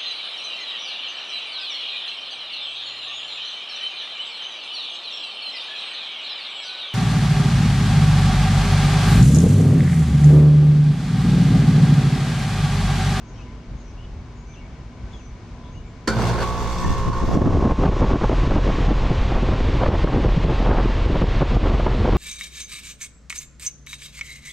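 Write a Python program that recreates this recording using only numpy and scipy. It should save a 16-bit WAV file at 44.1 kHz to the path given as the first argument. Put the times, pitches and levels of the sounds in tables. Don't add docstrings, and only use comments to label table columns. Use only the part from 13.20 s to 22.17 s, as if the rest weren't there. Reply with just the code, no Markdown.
import sys
import numpy as np
from scipy import signal
from scipy.fft import rfft, irfft, next_fast_len
from scipy.io import wavfile
from scipy.ndimage import uniform_filter1d

SR = 44100
rng = np.random.default_rng(int(sys.argv[2]) if len(sys.argv) > 2 else 0)


def generate_wav(signal):
    frames = np.transpose(np.atleast_2d(signal))
    scaled = np.clip(frames, -1, 1) * 32767
    pcm = np.round(scaled).astype(np.int16)
    wavfile.write(sys.argv[1], SR, pcm)


N = 395577
TIME = np.arange(N) / SR
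START_S = 2.875


def amp(db):
    return np.exp(np.asarray(db) * (np.log(10) / 20))


def unit(x):
    return x / np.sqrt(np.mean(x ** 2) + 1e-20)


def read(points, hz):
    f, value = np.transpose(points)
    return np.interp(np.log(hz + 1), np.log(f + 1), value)


def add(mix, s, sound):
    part = mix[..., max(round(s * SR), 0):][..., :sound.shape[-1]]
    part += sound[..., :part.shape[-1]]


def drift(rate_hz):
    coarse = rng.standard_normal(2048)
    hz = np.fft.rfftfreq(len(coarse), TIME[-1] / len(coarse))
    smooth = unit(irfft(rfft(coarse) / (1 + (hz / rate_hz) ** 4)))
    return np.interp(TIME, np.linspace(0, TIME[-1], len(smooth)), smooth)


def noise(spectrum, likeness, size=N):
    n = next_fast_len(size, real=True)
    hz = np.fft.rfftfreq(n, 1 / SR)
    common, apart = rfft(rng.standard_normal((2, n)))
    same = np.clip(read(likeness, hz), -1, 1)
    mid, side = np.sqrt(1 + same) * common, np.sqrt(1 - same) * apart
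    return unit(irfft(np.array([mid + side, mid - side]) * amp(read(spectrum, hz)), n)[:, :size])


def ringing(x, hz, width):
    b, a = signal.iirpeak(hz, hz / width, fs=SR)
    return unit(signal.lfilter(b, a, signal.lfilter(b, a, x)))


def panned(x, balance):
    n = next_fast_len(N, real=True)
    db = read(balance, np.fft.rfftfreq(n, 1 / SR))
    return irfft(rfft(x, n) * amp([db / 2, -db / 2]), n)[:, :N]


def swell(t, middle, length, edge=1):
    return np.exp(-(2 * ((t - middle) / length) ** 2) ** edge)


def swells(cues):
    return sum(amp(db) * swell(TIME, s, length) for s, length, db in cues)


def ramp(s, rise):
    return np.clip((TIME - s) / rise, 0, 1)


def falling(s, scale):
    return .5 - .5 * np.tanh((TIME - s) / scale / 2)


# f/Hz, relative density/dB
AIR_COLOUR = [(20, -30), (34, -5), (55, -2), (81, -12.5), (118, -9), (204, -20), (243, -19), (441, -25),
              (487, -27.5), (1030, -31), (1610, -36), (2920, -40.5), (3940, -43.5), (6320, -46),
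              (13000, -81)]
# f/Hz, left-right likeness/0-1
AIR_LIKENESS = [(60, 0.99), (280, 0.94), (620, 0.94), (1350, 0.66), (2950, 0.5), (6400, 0.2)]
# f/Hz, relative level/dB
DISTANT_HUM = [(43.1, -46.5), (177.6, -52), (236.9, -47), (651.4, -66.5), (1001, -56), (1061, -63.5),
               (1534, -65.5)]
# t/s, length/s, level/dB
BREEZE_PUFFS = [(0.529, 0.062, -27.5), (0.944, 0.21, -36), (1.836, 0.069, -32), (2.12, 0.087, -39),
                (2.573, 0.051, -31)]
# f/Hz, left minus right/dB
YARD_BALANCE = [(60, 0.5), (300, -0.5), (1200, 3), (4000, 3)]


def yard():
    wash = amp(-37.5 + .9 * drift(4)) * noise(AIR_COLOUR, AIR_LIKENESS)
    hum = np.zeros(N)
    for hz, db in DISTANT_HUM:
        gain = amp(db - 2 + 3.6 * drift(3.9))
        hum += gain * np.sin(2 * np.pi * hz * TIME + (.5 + hz / 600) * drift(16))
    hum += amp(-66) * ringing(rng.standard_normal(N), hz=2230, width=180)
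    rumble = [(12, -14), (45, 3.5), (110, -7.5), (250, -20), (800, -46), (14000, -130)]  # f/Hz, level/dB
    breeze = swells(BREEZE_PUFFS) * noise(rumble, AIR_LIKENESS)
    return panned(wash + hum + breeze, YARD_BALANCE)


def whistle(length, glide, flutter_hz, taper):
    t = np.arange(0, length, 1 / SR)
    flutter = unit(uniform_filter1d(rng.standard_normal(SR), size=60))[:len(t)]
    hz = np.interp(t, [0, length / 2, length], glide) + flutter_hz * flutter
    return np.sin(2 * np.pi * np.cumsum(hz) / SR) * signal.windows.tukey(len(t), taper)


def echoes(x, wet_db, t60=.35):
    t = np.arange(SR // 2) / SR
    tail = rng.standard_normal((2, len(t))) * amp(-60 * t / t60)
    tail /= np.linalg.norm(tail, axis=1, keepdims=True)
    return x + amp(wet_db) * signal.fftconvolve(x[None], tail, axes=1)[:, :N]


# t/s, length/s, start f/Hz, middle f/Hz, end f/Hz, level/dB
BIRD_CHIRPS = [(.151, .042, 2850, 3280, 2850, -55), (.181, .042, 2650, 2540, 2560, -52),
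               (.215, 0.024, 2750, 2850, 2900, -53), (.25, 0.06, 2260, 2180, 2080, -56),
               (0.765, 0.057, 2780, 2854, 2900, -52), (0.812, 0.058, 2900, 2990, 2900, -55),
               (.843, .02, 3730, 3280, 2700, -59), (1.28, 0.061, 2360, 2370, 2280, -55),
               (1.334, 0.03, 3800, 3180, 2100, -54), (1.356, 0.061, 2620, 2830, 2800, -52),
               (1.4, 0.082, 2280, 2200, 2250, -53.5), (1.925, 0.045, 3540, 3360, 3300, -50),
               (1.984, .04, 3250, 2700, 2100, -56), (2.54, 0.065, 2750, 2900, 2920, -54),
               (2.635, 0.063, 2230, 2260, 2400, -58)]
# t/s, length/s, f/Hz, flutter/Hz, level/dB
BIRD_LISPS = [(.02, 0.14, 6380, 300, -61), (.11, .1, 5520, 190, -61.5), (.145, .11, 5960, 190, -63.5),
              (0.527, .15, 6500, 210, -61), (.61, .14, 5900, 400, -61), (1.13, .14, 6700, 190, -63),
              (1.23, 0.17, 6130, 230, -59), (1.88, .17, 6580, 260, -63), (1.96, 0.18, 6080, 170, -59),
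              (2.48, .14, 6450, 210, -61), (2.41, .1, 3520, 260, -58), (2.64, .1, 7220, 170, -68)]


def birds():
    chirps, lisps = np.zeros((2, N))
    for s, length, *glide, db in BIRD_CHIRPS:
        add(chirps, s, amp(db) * whistle(length, glide, flutter_hz=80, taper=.5))
    for s, length, hz, flutter_hz, db in BIRD_LISPS:
        add(lisps, s, amp(db) * whistle(length, [hz, hz, hz], flutter_hz, taper=.94))
    warble = amp(1.3 * drift(100))
    return (echoes(chirps * warble, wet_db=-6) + echoes(lisps * warble, wet_db=0)) * amp([[2], [-1]])


# t/s, relative ring level/dB, relative clack level/dB
KNOCK_CUES = [(2.874, -50, -28), (2.877, -47, -16), (2.879, -14.5, -29), (2.8865, -40, -19),
              (2.9, -31, -27), (2.921, -30, -38), (2.986, -42, -36), (3.054, -43, -39), (3.094, -42, -37),
              (3.186, -38, -39), (3.203, -37, -39), (3.225, -46, -36), (3.931, -39, -43)]
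# f/Hz, relative level/dB, t60/s
CABINET_MODES = [(219, 0.5, 0.39), (322, 4.5, 0.062), (390, 1, 0.059), (502, -7, 0.34), (541, -10.5, 0.34),
                 (770, -12, 0.26), (1040, -2, .07), (1330, 6, 0.04), (1447, 3.5, 0.15), (1550, -15, 0.35),
                 (1680, -13, 0.13), (2340, -14, 0.18), (3090, -12, 0.074), (4355, -5, .07),
                 (4530, -3.5, 0.087), (6040, -18, .08)]
# f/Hz, relative density/dB
CLACK_COLOUR = [(150, -24), (350, 14.5), (700, -7), (1480, 9.5), (2600, -12), (4500, -4.5), (7500, -9),
                (10000, -22), (14000, -32)]
# f/Hz, left-right likeness/0-1
MACHINE_LIKENESS = [(60, 0.32), (130, 0.29), (280, 1), (620, 1), (1350, 0.7), (2950, 0.65), (6400, 0.2)]


def clunk():
    out, t = np.zeros((2, N)), np.arange(SR // 2) / SR
    attack = 1 - np.exp(-t / .00043)
    clack_decay = np.exp(-t / .011) + .24 * np.exp(-t / .025)
    for s, ring_db, clack_db in KNOCK_CUES:
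        phases = rng.uniform(0, 2 * np.pi, (len(CABINET_MODES), 1, 1))
        phases = phases + .091 * rng.standard_normal((len(CABINET_MODES), 2, 1))
        ring = sum(amp(db - 60 * t / t60) * np.sin(2 * np.pi * hz * t + phase)
                   for (hz, db, t60), phase in zip(CABINET_MODES, phases))
        clack = noise(CLACK_COLOUR, MACHINE_LIKENESS, size=len(t)) * clack_decay
        add(out, s, (amp(ring_db) * ring + amp(clack_db + 3.5) * clack) * attack)
    return out


SHAFT_HZ, ATTACK_S, LABOUR_S = 59.22, .022, .38


def labour():
    return ramp(START_S, ATTACK_S) * falling(START_S + LABOUR_S, .015)


def settling(from_db, to_db, halfway_s, scale_s):
    return ramp(START_S, ATTACK_S) * amp(to_db + (from_db - to_db) * falling(halfway_s, scale_s))


# t/s, length/s, boost/dB
SHAKE_WAVES = [(3.02, 0.078, 3.5), (3.102, 0.055, 3.5), (3.235, 0.06, 4)]


def surge_db():
    return sum(db * swell(TIME, s, length) for s, length, db in SHAKE_WAVES)


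# f/Hz, width/Hz, boost/dB
CASING_PEAKS = [(463, 49, 3.5), (680, 50, 3), (910, 50, 4.5), (1086, 45, 2), (1525, 170, 4.5),
                (1720, 74, 4.5), (2160, 190, 4.5), (2850, 130, 3.5), (3550, 150, 3.5), (4170, 140, 2.5),
                (4720, 92, 5.5), (5130, 200, 3.5), (5870, 260, 6), (6300, 260, 6.5), (6820, 200, 6.5),
                (7300, 300, 4), (8350, 250, 2), (10950, 63, 3), (11800, 400, 5)]


def casing(x):
    out = x
    for hz, width, db in CASING_PEAKS:
        out = out + (amp(db) - 1) * signal.lfilter(*signal.iirpeak(hz, hz / width, fs=SR), x)
    return out


# multiple of shaft speed, relative level/dB
HUM_PARTIALS = [(1, 0.5), (2, -4), (3, -5.5), (4, -15), (5, -17), (6, -13), (7, -11.5), (8, -17), (9, -11),
                (10, -30), (11, -29), (12, -16.5), (13, -25.5), (14, -22)]


def compressor_hum(angle, waver_rad=.22, inrush_db=9.5, labour_db=1):
    hum = np.zeros((2, N))
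    for k, db in HUM_PARTIALS:
        phase = rng.uniform(0, 2 * np.pi) + np.array([[.5], [-.5]]) / np.sqrt(k)
        hum += amp(db + 2.4 * drift(7)) * np.cos(k * angle + phase + waver_rad * np.sqrt(k) * drift(18))
    inrush = np.exp(-abs(TIME - START_S) / .08)
    boost = amp(labour_db * labour() + inrush_db * inrush)
    return settling(-25, -37.5, halfway_s=4.5, scale_s=.4) * boost * unit(hum)


# f/Hz, relative level/dB
BUZZ_COLOUR = [(1200, 6), (1550, 1.5), (2100, -3.5), (2800, -5.5), (4000, -7), (4550, -9.5), (5200, -7),
               (5900, -10.5), (7500, -15), (8300, -22), (10000, -30.5)]


def compressor_buzz(angle):
    orders = np.arange(22, 170)
    phases = rng.uniform(0, 2 * np.pi, len(orders)) + orders / 70 * rng.standard_normal((2, len(orders)))
    levels = amp(read(BUZZ_COLOUR, orders * SHAFT_HZ) + 2 * rng.standard_normal(len(orders)))
    spectrum = np.zeros((2, 2049), complex)
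    spectrum[:, orders] = levels * np.exp(1j * phases)
    turn = (angle + .025 * drift(55)) / (2 * np.pi) % 1
    buzz = np.array([np.interp(turn, np.arange(len(wave)) / len(wave), wave) for wave in irfft(spectrum)])
    return settling(-41.5, -53, halfway_s=6, scale_s=.5) * unit(casing(buzz))


# f/Hz, relative density/dB
HISS_COLOUR = [(600, -30), (1500, 0.5), (2700, 2), (4500, 0), (6000, -11.5), (7500, -12), (8700, -9.5),
               (10000, -14.5), (12000, -21), (13800, -23), (14500, -25)]


def refrigerant_hiss(angle):
    hiss = noise(HISS_COLOUR, MACHINE_LIKENESS) * amp(2 * np.cos(angle) + 1.9 * drift(35))
    boost = amp(1.5 * labour() + .77 * surge_db())
    return settling(-38, -72.5, halfway_s=4.5, scale_s=.66) * boost * unit(casing(hiss))


# t/s, length/s, level/dB
DRONE_CUES = [(2.98, 0.025, -22.5), (3.053, 0.035, -22), (3.112, 0.053, -20.5)]
# f/Hz, relative density/dB
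RATTLE_COLOUR = [(30, -18), (100, 9), (230, -0.5), (480, -2), (700, -2), (1100, -2.5), (1600, -16.5),
                 (2300, -21), (5000, -32.5), (14000, -67.5)]


def strain(drone_hz=119.5):
    phase = 2 * np.pi * drone_hz * TIME + np.array([[.3], [-.3]]) + .3 * drift(12)
    drone = np.sqrt(2) * np.sin(phase) * swells(DRONE_CUES)
    rattle = unit(casing(noise(RATTLE_COLOUR, MACHINE_LIKENESS) * amp(1.6 * drift(60))))
    shaking = labour() * amp(-28 + surge_db())
    tail = (1 - labour()) * settling(-33, -73, halfway_s=5, scale_s=.47)
    return drone + rattle * (shaking + tail)


def clatter(taps_per_s=85, damping=4):
    t = np.arange(SR // 8) / SR
    taps = (rng.random(N) < taps_per_s / SR) * amp(4.9 * rng.standard_normal((2, N)))
    ring = sum(amp(db - 60 * damping * t / t60) * np.sin(2 * np.pi * hz * t)
               for hz, db, t60 in CABINET_MODES)
    return labour() * amp(-36.5 + surge_db()) * unit(signal.oaconvolve(taps, ring[None], axes=1)[:, :N])


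def fan_speed(t, spin_up_s=1.85, knee=7):
    run = np.maximum((t - START_S) / spin_up_s, 1e-6)
    return run / (1 + run ** knee) ** (1 / knee)


def fan_db(t, full_db, db_per_doubling):
    return full_db + db_per_doubling * np.log2(fan_speed(t))


# t/s, length/s, eddy level change/dB
DRAUGHT_LULLS = [(3.97, .07, -9.5), (4.983, 0.047, -8), (5.162, .06, -4.5), (5.444, 0.049, -1),
                 (5.78, 0.085, -4), (5.963, 0.055, -7.5), (6.356, .04, -8), (7.142, .05, -1),
                 (7.35, .05, -6), (7.75, .14, -1.5), (8.11, .09, -1)]


def lull_db(t):
    return sum(db * swell(t, s, length) for s, length, db in DRAUGHT_LULLS)


# multiple of blade-pass rate, relative level/dB
BLADE_PARTIALS = [(1, 0), (2, -12), (3, -13), (4, -25.5)]
# f/Hz, relative density/dB
ROAR_COLOUR = [(60, 0.5), (200, 3.5), (450, 4), (700, -0.5), (1050, -0.5), (1450, -6), (2000, -6),
               (3250, -9), (4400, -14.5), (6000, -23.5), (7400, -29), (9500, -45), (12000, -53.5),
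               (14000, -74.5)]
# f/Hz, relative density/dB
WAKE_COLOUR = [(5, -0.5), (15, 7), (28, 7.5), (55, 6.5), (90, 2), (130, -3.5), (200, -13), (400, -25),
               (1000, -47), (14000, -130)]


def fan(full_pass_hz=42.3):
    angle = 2 * np.pi * np.cumsum(full_pass_hz * fan_speed(TIME)) / SR
    throb = np.zeros(N)
    for k, db in BLADE_PARTIALS:
        gain = amp(db + 2 * drift(6.9))
        throb += gain * np.cos(k * angle + rng.uniform(0, 2 * np.pi) + .22 * k * drift(5.9))
    roar = noise(ROAR_COLOUR, AIR_LIKENESS) * amp(.5 * drift(3.3) + .18 * np.cos(angle))
    wake = noise(WAKE_COLOUR, MACHINE_LIKENESS) * amp(2.7 * drift(19) + .5 * lull_db(TIME))
    return (amp(fan_db(TIME, -19.5, db_per_doubling=12)) * unit(throb)
            + amp(fan_db(TIME, -29.5, db_per_doubling=23)) * unit(roar)
            + amp(fan_db(TIME, -19, db_per_doubling=6.6)) * unit(wake))


# t/s, length/s, f/Hz, width/Hz, level/dB
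PANEL_CUES = [(2.935, .05, 1526, 70, -30), (3.154, 0.028, 1080, 60, -31), (3.218, .06, 1560, 150, -38),
              (3.685, 0.15, 1800, 50, -43.5), (3.797, 0.4, 957, 40, -38), (3.935, .018, 1020, 200, -28),
              (4.04, 0.28, 1830, 40, -48), (4.17, 0.14, 1090, 80, -33.5)]


def singing_panels():
    return sum(amp(db) * swell(TIME, s, length) * ringing(rng.standard_normal(N), hz, width)
               for s, length, hz, width, db in PANEL_CUES)


# t/s, length/s, level/dB
SCRAPE_CUES = [(3.026, 0.095, -37.5), (3.1, .05, -42), (3.217, 0.05, -48), (3.285, 0.055, -41.5),
               (3.405, .08, -41), (3.508, 0.074, -43), (3.6, 0.086, -42.5), (3.695, 0.11, -41.5),
               (3.808, .06, -48), (3.9, 0.038, -56), (3.985, 0.047, -50), (4.065, 0.04, -46),
               (4.145, 0.075, -45), (4.23, .12, -57)]
# f/Hz, relative level/dB
TUBING_MODES = [(2150, 4.5), (2670, 0), (3390, 2.5), (3660, -1), (4340, 0), (4570, 0), (5040, 2), (5800, 2),
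                (6170, -0.5), (6560, -5), (7020, -3), (7550, -3), (8270, -8), (10950, -13), (11900, -15)]


def scrapes(slips_per_s=700, t60=.028, pitch_wander=.016):
    out, t = np.zeros((2, N)), np.arange(SR // 24) / SR
    hz, db = np.transpose(TUBING_MODES)[:, :, None]
    decay = amp(db - 60 * t / t60)
    bend = 1 + pitch_wander * np.array([drift(7.2) for _ in hz])
    first, last = round(START_S * SR), round((SCRAPE_CUES[-1][0] + .25) * SR)
    slips = rng.random(N) < slips_per_s / SR
    force = amp(np.clip(rng.standard_normal(N), -2, 2))
    mixes = rng.standard_normal((499, 1, len(hz))) + rng.standard_normal((499, 2, len(hz)))
    for i in first + np.flatnonzero(slips[first:last]):
        modes = decay * np.sin(2 * np.pi * hz * bend[:, i, None] * t)
        modes[:, :2] += [.7, -.7]
        add(out, i / SR, force[i] * mixes[i % len(mixes)] @ modes)
    return swells(SCRAPE_CUES) * out / out[:, first:last].std()


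# multiple of shaft speed, relative level/dB
WHINE_PARTIALS = [(15, 6.5), (16, -2), (17, -0.5), (18, 1.5), (19, 2.5), (20, -9), (21, -4)]


def shell_whine(angle, settled_hz=1076, sharp_hz=75, fade_db_per_s=.5):
    running_s = np.maximum(TIME - START_S - LABOUR_S, 0)
    shell_hz = settled_hz + sharp_hz * np.exp(-running_s / .18)
    tones = np.zeros(N)
    for k, db in WHINE_PARTIALS:
        detune = (k * SHAFT_HZ - shell_hz) / 45
        gain = amp(db + 2.9 * drift(2.9)) / np.hypot(1, detune)
        tones += gain * np.cos(k * angle - np.arctan(detune) + .3 * drift(2.2))
    puffs = rng.standard_normal(N) * amp(4.4 * np.cos(angle))
    whine = unit(tones) * amp(.98 * drift(40)) + .3 * ringing(puffs, settled_hz, width=250)
    envelope = ramp(3.19, rise=.064) * settling(-28.5, -45, halfway_s=5, scale_s=1.03)
    crest_db = 4 * swell(TIME, middle=4.34, length=.45)
    return envelope * amp(crest_db - fade_db_per_s * running_s) * unit(whine)


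def compressor():
    angle = 2 * np.pi * np.cumsum(SHAFT_HZ * (1 + .000707 * drift(4.6))) / SR
    return compressor_hum(angle) + shell_whine(angle) + compressor_buzz(angle) + refrigerant_hiss(angle)


# f/Hz, relative density/dB
GUST_COLOUR = [(25, -5.5), (70, 7.5), (150, 3.5), (300, -2), (500, -10), (800, -18), (1200, -26.5),
               (1800, -38.5), (3000, -52), (6000, -75.5), (14000, -115)]


def gust(length, db, tilt):
    t = np.arange(SR // 4) / SR
    colour = [(hz, level + tilt * np.log2(np.clip(hz, 150, 1500) / 300)) for hz, level in GUST_COLOUR]
    shape = swell(t, t[-1] / 2, length, edge=1.3)
    flutter = amp(3.47 * unit(uniform_filter1d(rng.standard_normal(len(t)), size=200)))
    air = noise(colour, likeness=[(100, .11), (1000, .44)], size=len(t))
    puff = air * uniform_filter1d(flutter, size=40) * shape
    return amp(db) * unit(puff) * np.sqrt(np.mean(shape ** 2))


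# t/s, length/s, level/dB, brightness/(dB per octave)
GUST_CUES = [(3.68, 0.12, -21.5, -3.5), (3.887, 0.024, -15.5, -4.5), (4.038, 0.025, -16, 0.5),
             (4.09, 0.021, -15, -1), (4.127, 0.026, -15, 2), (4.182, 0.064, -11.5, 2),
             (4.222, 0.0088, -6, 0), (4.274, 0.046, -8, 1), (4.33, 0.0095, -12.5, 3),
             (4.372, 0.049, -10, -0.5), (4.41, 0.021, -19, 2), (4.445, 0.034, -9.5, 1.5),
             (4.474, 0.013, -9, 2.5), (4.515, 0.033, -12, 3), (4.588, 0.01, -12, 2.5),
             (4.604, 0.016, -14, -2), (4.647, 0.041, -9, 3), (4.688, 0.017, -8.5, 2.5),
             (4.727, 0.015, -16, 5), (4.772, 0.0093, -19, 4), (4.833, 0.042, -10, 4.5),
             (4.91, 0.024, -15.5, 4), (4.95, 0.026, -9, 4), (5.019, 0.011, -17, 6), (5.04, 0.022, -16, 5.5),
             (5.097, 0.0066, -13, 3.5), (5.12, 0.028, -13.5, 3.5), (5.236, .008, -13, -1),
             (5.276, 0.0069, -16, 0), (5.316, 0.019, -14, 5), (5.369, 0.031, -11, 3),
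             (5.49, 0.033, -15, 4.5), (5.603, 0.038, -19.5, 1.5), (5.648, 0.009, -18, 0.5),
             (5.685, 0.013, -16, 1), (5.718, 0.025, -14.5, 3.5), (5.815, 0.011, -21, -5),
             (5.856, 0.0063, -14, -2), (5.913, 0.021, -11.5, 0.5), (6.124, .008, -16, 3),
             (6.17, 0.036, -19, 5.5), (6.291, 0.011, -19.5, 4.5), (6.33, 0.025, -16, 5),
             (6.408, 0.0087, -17, 2), (6.494, 0.014, -16.5, 0), (6.548, 0.031, -18, -0.5),
             (6.63, 0.035, -13.5, 5), (6.665, 0.0094, -17, 8.5), (6.689, .01, -9.5, 1.5),
             (6.715, 0.031, -17.5, 5), (6.746, 0.023, -14.5, 4), (6.848, 0.011, -10, 1),
             (6.885, 0.025, -15, 5.5), (6.937, 0.022, -13, 3.5), (6.98, 0.034, -10, 2),
             (7.056, 0.024, -10.5, 2), (7.09, 0.013, -11.5, 2.5), (7.175, 0.014, -9, -11),
             (7.256, 0.029, -12.5, -1.5), (7.3, 0.041, -15, 2.5), (7.406, 0.0075, -14.5, 3),
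             (7.425, 0.01, -20, 5.5), (7.47, 0.027, -19.5, 7), (7.519, 0.053, -13.5, 5.5),
             (7.59, 0.038, -16, 6.5), (7.657, 0.012, -13, 3.5), (7.868, 0.02, -13.5, -1.5),
             (7.904, 0.011, -13.5, 0.5), (7.95, 0.027, -14, 3.5), (8.02, 0.009, -12, 3.5),
             (8.038, 0.028, -13.5, 2.5), (8.221, 0.018, -8, 2.5), (8.34, 0.043, -18, 0.5),
             (8.369, 0.012, -9, 0.5), (8.467, 0.05, -16.5, 4), (8.52, 0.042, -16.5, 3),
             (8.55, .007, -21, 3), (8.604, 0.011, -17.5, 6), (8.674, 0.024, -15.5, 5.5),
             (8.71, 0.014, -28, 9), (8.81, 0.033, -14, 0), (8.852, .01, -10.5, 1.5),
             (8.89, 0.026, -15.5, 5), (8.95, 0.037, -15.5, 5)]


def gusts(eddies_from_s=3.9, eddies_per_s=22):
    out, eddies = np.zeros((2, N)), []
    for k, (late, long, loud, bright) in enumerate(rng.standard_normal((120, 4))):
        s = eddies_from_s + (k + .35 * late) / eddies_per_s
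        if s < TIME[-1]:
            db = fan_db(s, -23.5, db_per_doubling=3.2) + lull_db(s) + 1.5 * loud
            eddies.append((s, .019 * np.exp(.38 * long), db, 1.5 + .47 * bright))
    for s, length, db, tilt in list(GUST_CUES) + eddies:
        puff = gust(length, db, tilt)
        add(out, s - puff.shape[1] / SR / 2, puff)
    return out


# f/Hz, left minus right/dB
MACHINE_BALANCE = [(60, -5), (130, -0.5), (400, -0.5), (1250, -1.7), (2500, 1), (7500, -1.5), (14000, -12)]


def scene():
    ambience = yard() + birds()
    machine = clunk() + compressor() + strain() + clatter() + scrapes() + singing_panels()
    return ambience + panned(machine, MACHINE_BALANCE) + fan() + gusts()


# t/s, width/0-1
STEREO_WIDTH = [(3.75, 1), (4.05, .75), (4.3, .25), (4.6, .06), (4.95, 0)]


def record(dry, threshold_db=-9.5, release_db_per_s=90, cutoff_hz=14500):
    width = np.interp(TIME, *np.transpose(STEREO_WIDTH))
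    mid, side = dry.mean(0), (dry[0] - dry[1]) / 2 * width
    narrowed = np.array([mid + side, mid - side])
    peak_db = 20 * np.log10(abs(narrowed).max(0) + 1e-9)
    fall_db = TIME * release_db_per_s
    held_db = np.maximum.accumulate(peak_db + fall_db) - fall_db
    over_db = np.maximum(held_db - threshold_db, 0)
    limited = narrowed * amp(-.7 * uniform_filter1d(over_db, size=100))
    low_pass = signal.firwin(511, cutoff_hz, window=("kaiser", 9), fs=SR)
    return signal.oaconvolve(limited, low_pass[None], "same")


dry = scene()
out = record(dry)
generate_wav(out)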